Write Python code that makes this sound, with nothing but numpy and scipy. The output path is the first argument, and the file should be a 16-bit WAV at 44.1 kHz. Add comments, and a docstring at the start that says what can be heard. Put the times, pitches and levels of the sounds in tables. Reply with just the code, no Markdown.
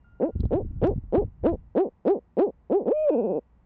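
"""Faint hum and night air come first; then a barred owl calls, close, in a hollow tree: nine quick rising
hoots, then a long note that swoops up, holds, drops an octave and quavers away. Soft thumps, knocks and
scratches on wood accompany the first hoots. The voice is a source-filter model: pulse trains and gated
noise, coloured by throat and hollow. Thumps are short swells of sine and dull noise, knocks are
band-passed clicks, scratches and air are filtered noise, hum and ringing are sines."""
import sys
import numpy as np
from scipy import signal
from scipy.fft import rfft, irfft, next_fast_len
from scipy.io import wavfile

SR = 44100
rng = np.random.default_rng(int(sys.argv[2]) if len(sys.argv) > 2 else 0)


def dump(signal):
    """Clip the signal to [-1, 1] and save it as 16-bit WAV at the path in sys.argv[1]."""
    limited = np.clip(np.atleast_2d(signal).T, -1, 1)
    pcm = np.round(limited * 32767).astype(np.int16)
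    wavfile.write(sys.argv[1], SR, pcm)


N = 160965
TIME = np.arange(N) / SR  # s
TINY = 1e-18  # keeps the filters out of very slow, minute numbers


def from_db(db):
    """Logarithmic level: decibels to amplitude gain."""
    return 10 ** (np.asarray(db) / 20)


def rms_one(x):
    """Power normalisation: scale to an rms of one."""
    return x / np.sqrt(np.mean(x ** 2) + 1e-20)


def colour(x, spectrum):
    """Minimum-phase filtering: a causal response with the gains of a (f/Hz, level/dB) table."""
    size = 2 * next_fast_len(N)
    hz, db = np.transpose(spectrum)
    bin_hz = np.arange(size // 2 + 1) * SR / size
    gain_db = np.interp(np.log(bin_hz + 1), np.log(hz), db)
    cepstrum = irfft(np.log(from_db(gain_db)))
    # folding the cepstrum onto positive times makes the response causal
    cepstrum[1:size // 2] *= 2
    cepstrum[size // 2 + 1:] = 0
    response = np.exp(rfft(cepstrum))
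    return irfft(rfft(x, size) * response)[:N]


def noise(spectrum):
    """Spectral shaping: coloured random noise with an rms of one."""
    return rms_one(colour(rng.standard_normal(N), spectrum))


def drift(rate_hz):
    """Low-passed randomness: a slow wander with an rms of one."""
    low_pass = signal.butter(2, rate_hz, fs=SR, output="sos")
    return rms_one(signal.sosfilt(low_pass, rng.standard_normal(N)))


def resonance(x, hz, width_hz, order=3):
    """Band-pass resonance: steep sides and a gain of one at the top."""
    edges = [hz - width_hz / 2, hz + width_hz / 2]
    band = signal.butter(order, edges, "band", fs=SR, output="sos")
    return signal.sosfilt(band, x + TINY)


# Spectrum of still air, before scaling to AIR_DB: f/Hz, level/dB
AIR_SPECTRUM = [(12, -36.5), (30, -12.5), (62, -5), (100, -17.5), (160, -14), (320, -27), (600, -31.5),
                (900, -29.5), (1400, -39.5), (2200, -45.5), (4200, -61), (11000, -66.5)]
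AIR_DB = -61  # rms level
# Steady electrical tones: f/Hz, rms level/dB
HUM_TONES = [(59.8, -64), (1933, -93)]
# Faint ringing tones: start t/s, f/Hz, initial level/dB before the waver, time to fall by 60 dB t/s
RINGING_TONES = [(0, 2803, -85, 5), (0.043, 1409, -64.5, 2.5)]
RING_ONSET_S, RING_WAVER_DB, RING_WAVER_HZ = 0.0029, 3, 16


def night():
    """Superposition: still air as coloured noise, hum as sines, and wavering, decaying ringing."""
    out = from_db(AIR_DB) * noise(AIR_SPECTRUM)
    for hz, db in HUM_TONES:
        out += from_db(db) * np.sqrt(2) * np.sin(2 * np.pi * hz * TIME)
    for start, hz, db, t60 in RINGING_TONES:
        age = TIME - start
        onset = np.clip(age / RING_ONSET_S, 0, 1)
        decay = np.exp(-np.log(1000) * age / t60)
        waver_db = RING_WAVER_DB * drift(RING_WAVER_HZ)
        out += from_db(db + waver_db) * onset * decay * np.sin(2 * np.pi * hz * age)
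    return out


def swell(start, peak_s):
    """Critically damped response: a soft contact rises to one after peak_s, then dies away."""
    age = np.clip((TIME - start) / peak_s, 0, 40)
    return age * np.exp(1 - age)


# Rumble between the thumps: t/s, rms level/dB
RUMBLE_LEVELS = [(0, -60), (.32, -53.5), (.37, -31), (.55, -36.5), (.93, -33.5), (1.01, -43), (1.12, -43),
                 (1.22, -34), (1.33, -51.5), (1.39, -47.5), (1.52, -34), (1.62, -48.5), (1.76, -55.5),
                 (2.1, -79)]
# Spectrum of the rumble, before scaling to an rms of one: f/Hz, level/dB
RUMBLE_SPECTRUM = [(12, -17.5), (25, -0.5), (60, 0.5), (120, -7), (200, -15.5), (350, -35), (700, -62.5),
                   (2000, -80)]


def rumble():
    """Amplitude modulation: low noise follows a level curve."""
    level_db = np.interp(TIME, *np.transpose(RUMBLE_LEVELS))
    return from_db(level_db) * noise(RUMBLE_SPECTRUM)


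# Soft thumps against the wood: start t/s, level of the swell at its peak/dB, f/Hz
SOFT_THUMPS = [(0.353, -21.5, 81), (0.394, -22.5, 100), (0.403, -20.5, 65), (0.433, -15, 80),
               (0.452, -15.5, 83.4), (0.548, -21.5, 100.6), (0.630, -25, 95.5), (0.656, -27, 75),
               (0.706, -26.5, 69.6), (0.76, -28.5, 105), (0.824, -19.5, 110), (0.844, -21, 125),
               (0.893, -21.5, 100), (0.909, -24.5, 91), (0.958, -26, 130.5), (0.977, -23, 97),
               (1.036, -30, 55), (1.156, -30, 90), (1.177, -20.5, 80), (1.246, -22, 89.6),
               (1.275, -30.5, 90), (1.431, -23, 98), (1.515, -25, 80), (1.536, -24, 55)]
# Spectrum of a thump's dull noise, before scaling to an rms of one: f/Hz, level/dB
SCUFF_SPECTRUM = [(20, -11.5), (60, -4), (220, -2), (350, -18.5), (520, -34), (3000, -78)]
THUMP_SWELL_S, SCUFF_DB = 0.0045, -11  # time to the peak; rms of the noise against the sine's amplitude


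def thumps():
    """Heavily damped oscillation: a cycle or two of a sine, with dull noise, under a brief swell."""
    scuff = from_db(SCUFF_DB) * noise(SCUFF_SPECTRUM)
    out = np.zeros(N)
    for start, db, hz in SOFT_THUMPS:
        tone = np.sin(2 * np.pi * hz * (TIME - start))
        out += from_db(db) * swell(start, THUMP_SWELL_S) * (scuff - tone)
    return out


# Harder knocks on the wood: t/s, peak level/dB, upper edge f/Hz
HARD_KNOCKS = [(0.358, -32.5, 435), (0.436, -23.5, 413), (0.454, -29, 700), (0.647, -32.5, 395),
               (0.979, -33.5, 340)]
KNOCK_LOW_HZ = 160


def knocks():
    """Impulse response: each hard contact is one click through a band-pass."""
    out = np.zeros(N)
    for start, db, edge_hz in HARD_KNOCKS:
        click = np.zeros(N)
        click[int(start * SR)] = 1
        band = signal.butter(4, [KNOCK_LOW_HZ, edge_hz], "band", fs=SR, output="sos")
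        sound = signal.sosfilt(band, click + TINY)
        out += from_db(db) * sound / np.abs(sound).max()
    return out


# Faint scratches on the wood: start t/s, rms level at the peak of the swell/dB, centre f/Hz
FAINT_SCRATCHES = [(0.403, -53, 3900), (0.452, -63.5, 3900), (0.87, -59, 5200), (0.868, -68, 6850)]
SCRATCH_SWELL_S, SCRATCH_WIDTH_HZ = 0.0022, 1440


def scratches():
    """Band-limited friction noise: each scratch is a brief swell of it."""
    white = rng.standard_normal(N)
    out = np.zeros(N)
    for start, db, hz in FAINT_SCRATCHES:
        friction = rms_one(resonance(white, hz, SCRATCH_WIDTH_HZ))
        out += from_db(db) * swell(start, SCRATCH_SWELL_S) * friction
    return out


def shuffling():
    """Superposition of contacts: rumble, soft thumps, harder knocks and faint scratches."""
    return rumble() + thumps() + knocks() + scratches()


JITTER = .0035  # rms wander of the pitch, as a share of it
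JITTER_HZ = 140  # low-pass of that wander
BUZZ_DB = -22  # level of the buzz pulses where the buzz curve is 0 dB
RASP_FOLLOWS = 1.27  # rasp falls this many dB per dB of buzz, leaving clean overtones


def syrinx(t, pitch, effort_db, buzz_db, rasp_db, low_pass_hz):
    """Periodic excitation: one pulse per cycle; returns plain pulses, and buzz pulses with gated noise."""
    pitch = pitch * (1 + JITTER * drift(JITTER_HZ)[:len(t)])
    cycles = (np.cumsum(pitch) - pitch[0]) / SR
    pulse_times = np.interp(np.arange(int(cycles[-1]) + 1), cycles, t)
    # each pulse is shared between two samples, to place it between them
    whole, part = np.divmod(pulse_times * SR, 1)
    first = whole.astype(int)
    out = np.zeros((2, N))
    for row, db in enumerate((effort_db, BUZZ_DB + buzz_db)):
        strength = from_db(np.interp(pulse_times, t, db))
        out[row, first] += strength * (1 - part)
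        out[row, first + 1] += strength * part
    gate = np.exp(-(cycles % 1) * 2.14)  # noise bursts with each pulse, then decays
    rasp_gain = from_db(rasp_db + RASP_FOLLOWS * buzz_db)
    out[1, np.rint(t * SR).astype(int)] += rasp_gain * gate * rng.standard_normal(N)[:len(t)]
    low_pass = signal.butter(10, low_pass_hz, fs=SR, output="sos")
    out[1] = signal.sosfilt(low_pass, out[1] + TINY)
    return out


# Rise shared by the hoots: time from the start t/s, effort level/dB, buzz level/dB
HOOT_RISE = [(0, -6.5, -11), (.008, -0.5, -8.5), (.026, 1, 6.5), (0.041, 2.5, -0.5), (.056, 0.93, 2)]
# Fall shared by the hoots: share of the fall's time, height from END_HZ (0) to the top pitch (1)
# on a log scale, effort level/dB, buzz level/dB
HOOT_FALL = [(0, 0.98, -3.5, -14), (.22, .9, -7.5, -16.5), (0.551, .47, -8, -29),
             (0.802, .18, -12.5, -32.5), (1.001, 0.0095, -16, -35)]
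KNEE_S, SHOULDER_S, TOP_S = .032, .055, .078  # times of three points on the climb; the fall starts at the top
START_SHARE, END_HZ = .5, 107.66  # start pitch as a share of the knee's; foot of the fall's pitch scale
RASP_DB, RASP_FADE_DB_PER_S = -35.5, 190  # noise level where the buzz is 0 dB; its fade past the knee


def hoot(start, length, knee_hz, shoulder_hz, top_hz, level_db, top_db, buzz_db, low_pass_hz):
    """Frequency glide: pitch climbs from a creak, then sinks as effort fades; rasp clears past the knee."""
    t = TIME[(TIME >= start) & (TIME < start + length)]
    age = t - start
    rise_s, rise_effort, rise_buzz = np.transpose(HOOT_RISE)
    share, height, fall_effort, fall_buzz = np.transpose(HOOT_FALL)
    fall_s = TOP_S + share * (length - TOP_S)
    level_s = np.r_[rise_s, fall_s]

    fall_hz = END_HZ * (top_hz / END_HZ) ** height
    pitch_s = np.r_[0, KNEE_S, SHOULDER_S, fall_s]
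    pitches = np.r_[START_SHARE * knee_hz, knee_hz, shoulder_hz, fall_hz]
    pitch = np.exp(np.interp(age, pitch_s, np.log(pitches)))

    at_top = top_db * np.interp(age, [KNEE_S, SHOULDER_S, TOP_S, length], [0, 1, 1, 0])
    effort = np.interp(age, level_s, np.r_[rise_effort, fall_effort])
    buzz = np.interp(age, level_s, np.r_[rise_buzz, fall_buzz])
    rasp_db = RASP_DB - RASP_FADE_DB_PER_S * np.maximum(age - KNEE_S, 0)
    return syrinx(t, pitch, level_db + at_top + effort, buzz_db + at_top + buzz, rasp_db, low_pass_hz)


QUAVER_CREST_S, QUAVER_ONSET_S = 3.135, 0.029  # first full crest; time it takes to set in before that
QUAVER_HZ = 17.3


def quaver(t):
    """Low-frequency modulation: the throat's flutter in the tail of the long note, from -1 to 1."""
    age = t - QUAVER_CREST_S
    depth = np.clip(1 + age / QUAVER_ONSET_S, 0, 1)
    return depth * np.cos(2 * np.pi * QUAVER_HZ * age)


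# Closing note, before jitter and quaver: t/s, pitch f/Hz, effort level/dB, buzz level/dB,
# nasal overtone level/dB
LONG_NOTE_CURVE = [(2.857, 142.4, -7, -30.5, -6), (2.882, 238, -1.5, -7, -3),
                   (2.900, 321.8, -4, -19.5, -10.5), (2.919, 485, -4, -7, -8), (2.931, 589.3, -8.5, -22, 1),
                   (2.968, 614.4, -4, -41.5, 4.5), (3.036, 623.3, -2, -28.5, 3),
                   (3.088, 565.4, -2.5, -8.5, 3.5), (3.098, 503, -4.5, -5.5, 0), (3.104, 372, -5, -18, 3),
                   (3.113, 318.3, -4, -27, 6.5), (3.133, 283.3, -2, -16, 4.5), (3.168, 238.6, -4, -35.5, 5),
                   (3.223, 209.2, -6, -35, 3), (3.251, 209.5, -6, -37.5, 1.5),
                   (3.307, 177, -4.5, -42, -1.5), (3.345, 155.8, -4.5, -41.5, 0.5),
                   (3.384, 131.1, -4.5, -42, -4), (3.392, 129.8, -8.5, -52.5, -13.5)]
LONG_RASP_DB, LONG_LOW_PASS_HZ = -24, 3870  # noise level where its buzz is 0 dB; low-pass for the buzz
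QUAVER_SHARE, QUAVER_DB, NASAL_QUAVER_DB = 0.1, 1, 1.5  # swings of pitch, effort, nasal overtones


def long_note():
    """Coupled frequency and amplitude modulation: in the low tail pitch and effort quaver together."""
    s, pitch_hz, effort_db, buzz_db, _ = np.transpose(LONG_NOTE_CURVE)
    t = TIME[(TIME >= s[0]) & (TIME < s[-1])]
    flutter = quaver(t)
    pitch = np.interp(t, s, pitch_hz) * (1 + QUAVER_SHARE * flutter)
    effort = np.interp(t, s, effort_db) + QUAVER_DB * flutter
    buzz = np.interp(t, s, buzz_db)
    return syrinx(t, pitch, effort, buzz, LONG_RASP_DB, LONG_LOW_PASS_HZ)


def nasal_level():
    """Level modulation: the long note's nasal overtones, in dB, swell with each quaver."""
    s, *_, nasal_db = np.transpose(LONG_NOTE_CURVE)
    return np.interp(TIME, s, nasal_db) + NASAL_QUAVER_DB * quaver(TIME)


# Hoots: start t/s, length t/s, pitch at the knee f/Hz, at the shoulder f/Hz, at the top f/Hz,
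# relative level/dB, level change at the top/dB, relative buzz level/dB, low-pass f/Hz for the buzz
HOOT_CALLS = [(0.1995, 0.11, 247.7, 318.8, 352, -3, -1.5, -2, 2800),
              (0.5079, .120, 283.5, 353, 424, -3, -2, -0.5, 4110),
              (0.8159, .120, 302.6, 362.3, 433, -1.5, -1.5, 5, 4680),
              (1.1244, 0.12, 309.8, 387, 437, -0.5, -2.5, 2, 4520),
              (1.437, 0.12, 308, 342.8, 344.4, 0, -2.5, 4, 4460),
              (1.7508, 0.14, 307, 373.3, 410, -1, -0.5, 2.5, 4400),
              (2.0514, 0.14, 308.6, 390.4, 422.2, -1, 0, 2, 5090),
              (2.3689, 0.14, 311.8, 389.7, 434, -0.5, -1, 2.5, 4710),
              (2.6985, 0.15, 316.8, 387.8, 428.5, -2.5, 1, -3.5, 3800)]
# Colour of throat and hollow, before VOICE_DB: f/Hz, level/dB
VOICE_COLOUR = [(60, -52.5), (150, -28.5), (200, -16.5), (250, -15), (320, -16.5), (400, -12.5),
                (480, -9.5), (560, -13.5), (630, -22), (720, -24), (830, -29.5), (1000, -38.5),
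                (1230, -57.5), (1550, -68), (1850, -83), (3800, -112)]
# Narrow throat resonances that open in the long note, before VOICE_DB: f/Hz, width f/Hz, level/dB
THROAT_RESONANCES = [(1444, 240, -60.5), (2565, 286, -57.5), (3220, 420, -75), (4320, 100, -82),
                     (5194, 90, -87), (7410, 130, -80)]
# Colour of the buzz of a forced call: f/Hz, level/dB
BUZZ_COLOUR = [(300, -23.5), (800, 4.5), (1300, 6), (2100, -8), (2600, -8.5), (3500, -15.5), (4400, -22)]
VOICE_DB = 33.5  # gain of voice and overtones


def owl():
    """Source-filter principle: throat and hollow colour the pulses; the long note adds nasal overtones."""
    pulses, buzz = sum(hoot(*row) for row in HOOT_CALLS)
    long_pulses, long_buzz = long_note()
    nasal = long_pulses * from_db(nasal_level())
    overtones = sum(from_db(db) * resonance(nasal, hz, width) for hz, width, db in THROAT_RESONANCES)
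    voice = colour(pulses + long_pulses, VOICE_COLOUR) + overtones
    return from_db(VOICE_DB) * voice + colour(buzz + long_buzz, BUZZ_COLOUR)


def scene():
    """Linear superposition: the night, the shuffling and the owl in one channel."""
    return (night() + shuffling() + owl())[None]


CUTOFF_HZ = 8000


def record(dry):
    """Low-pass filtering: a steep cut of the top."""
    return signal.sosfilt(signal.butter(12, CUTOFF_HZ, fs=SR, output="sos"), dry)


dry = scene()
out = record(dry)
dump(out)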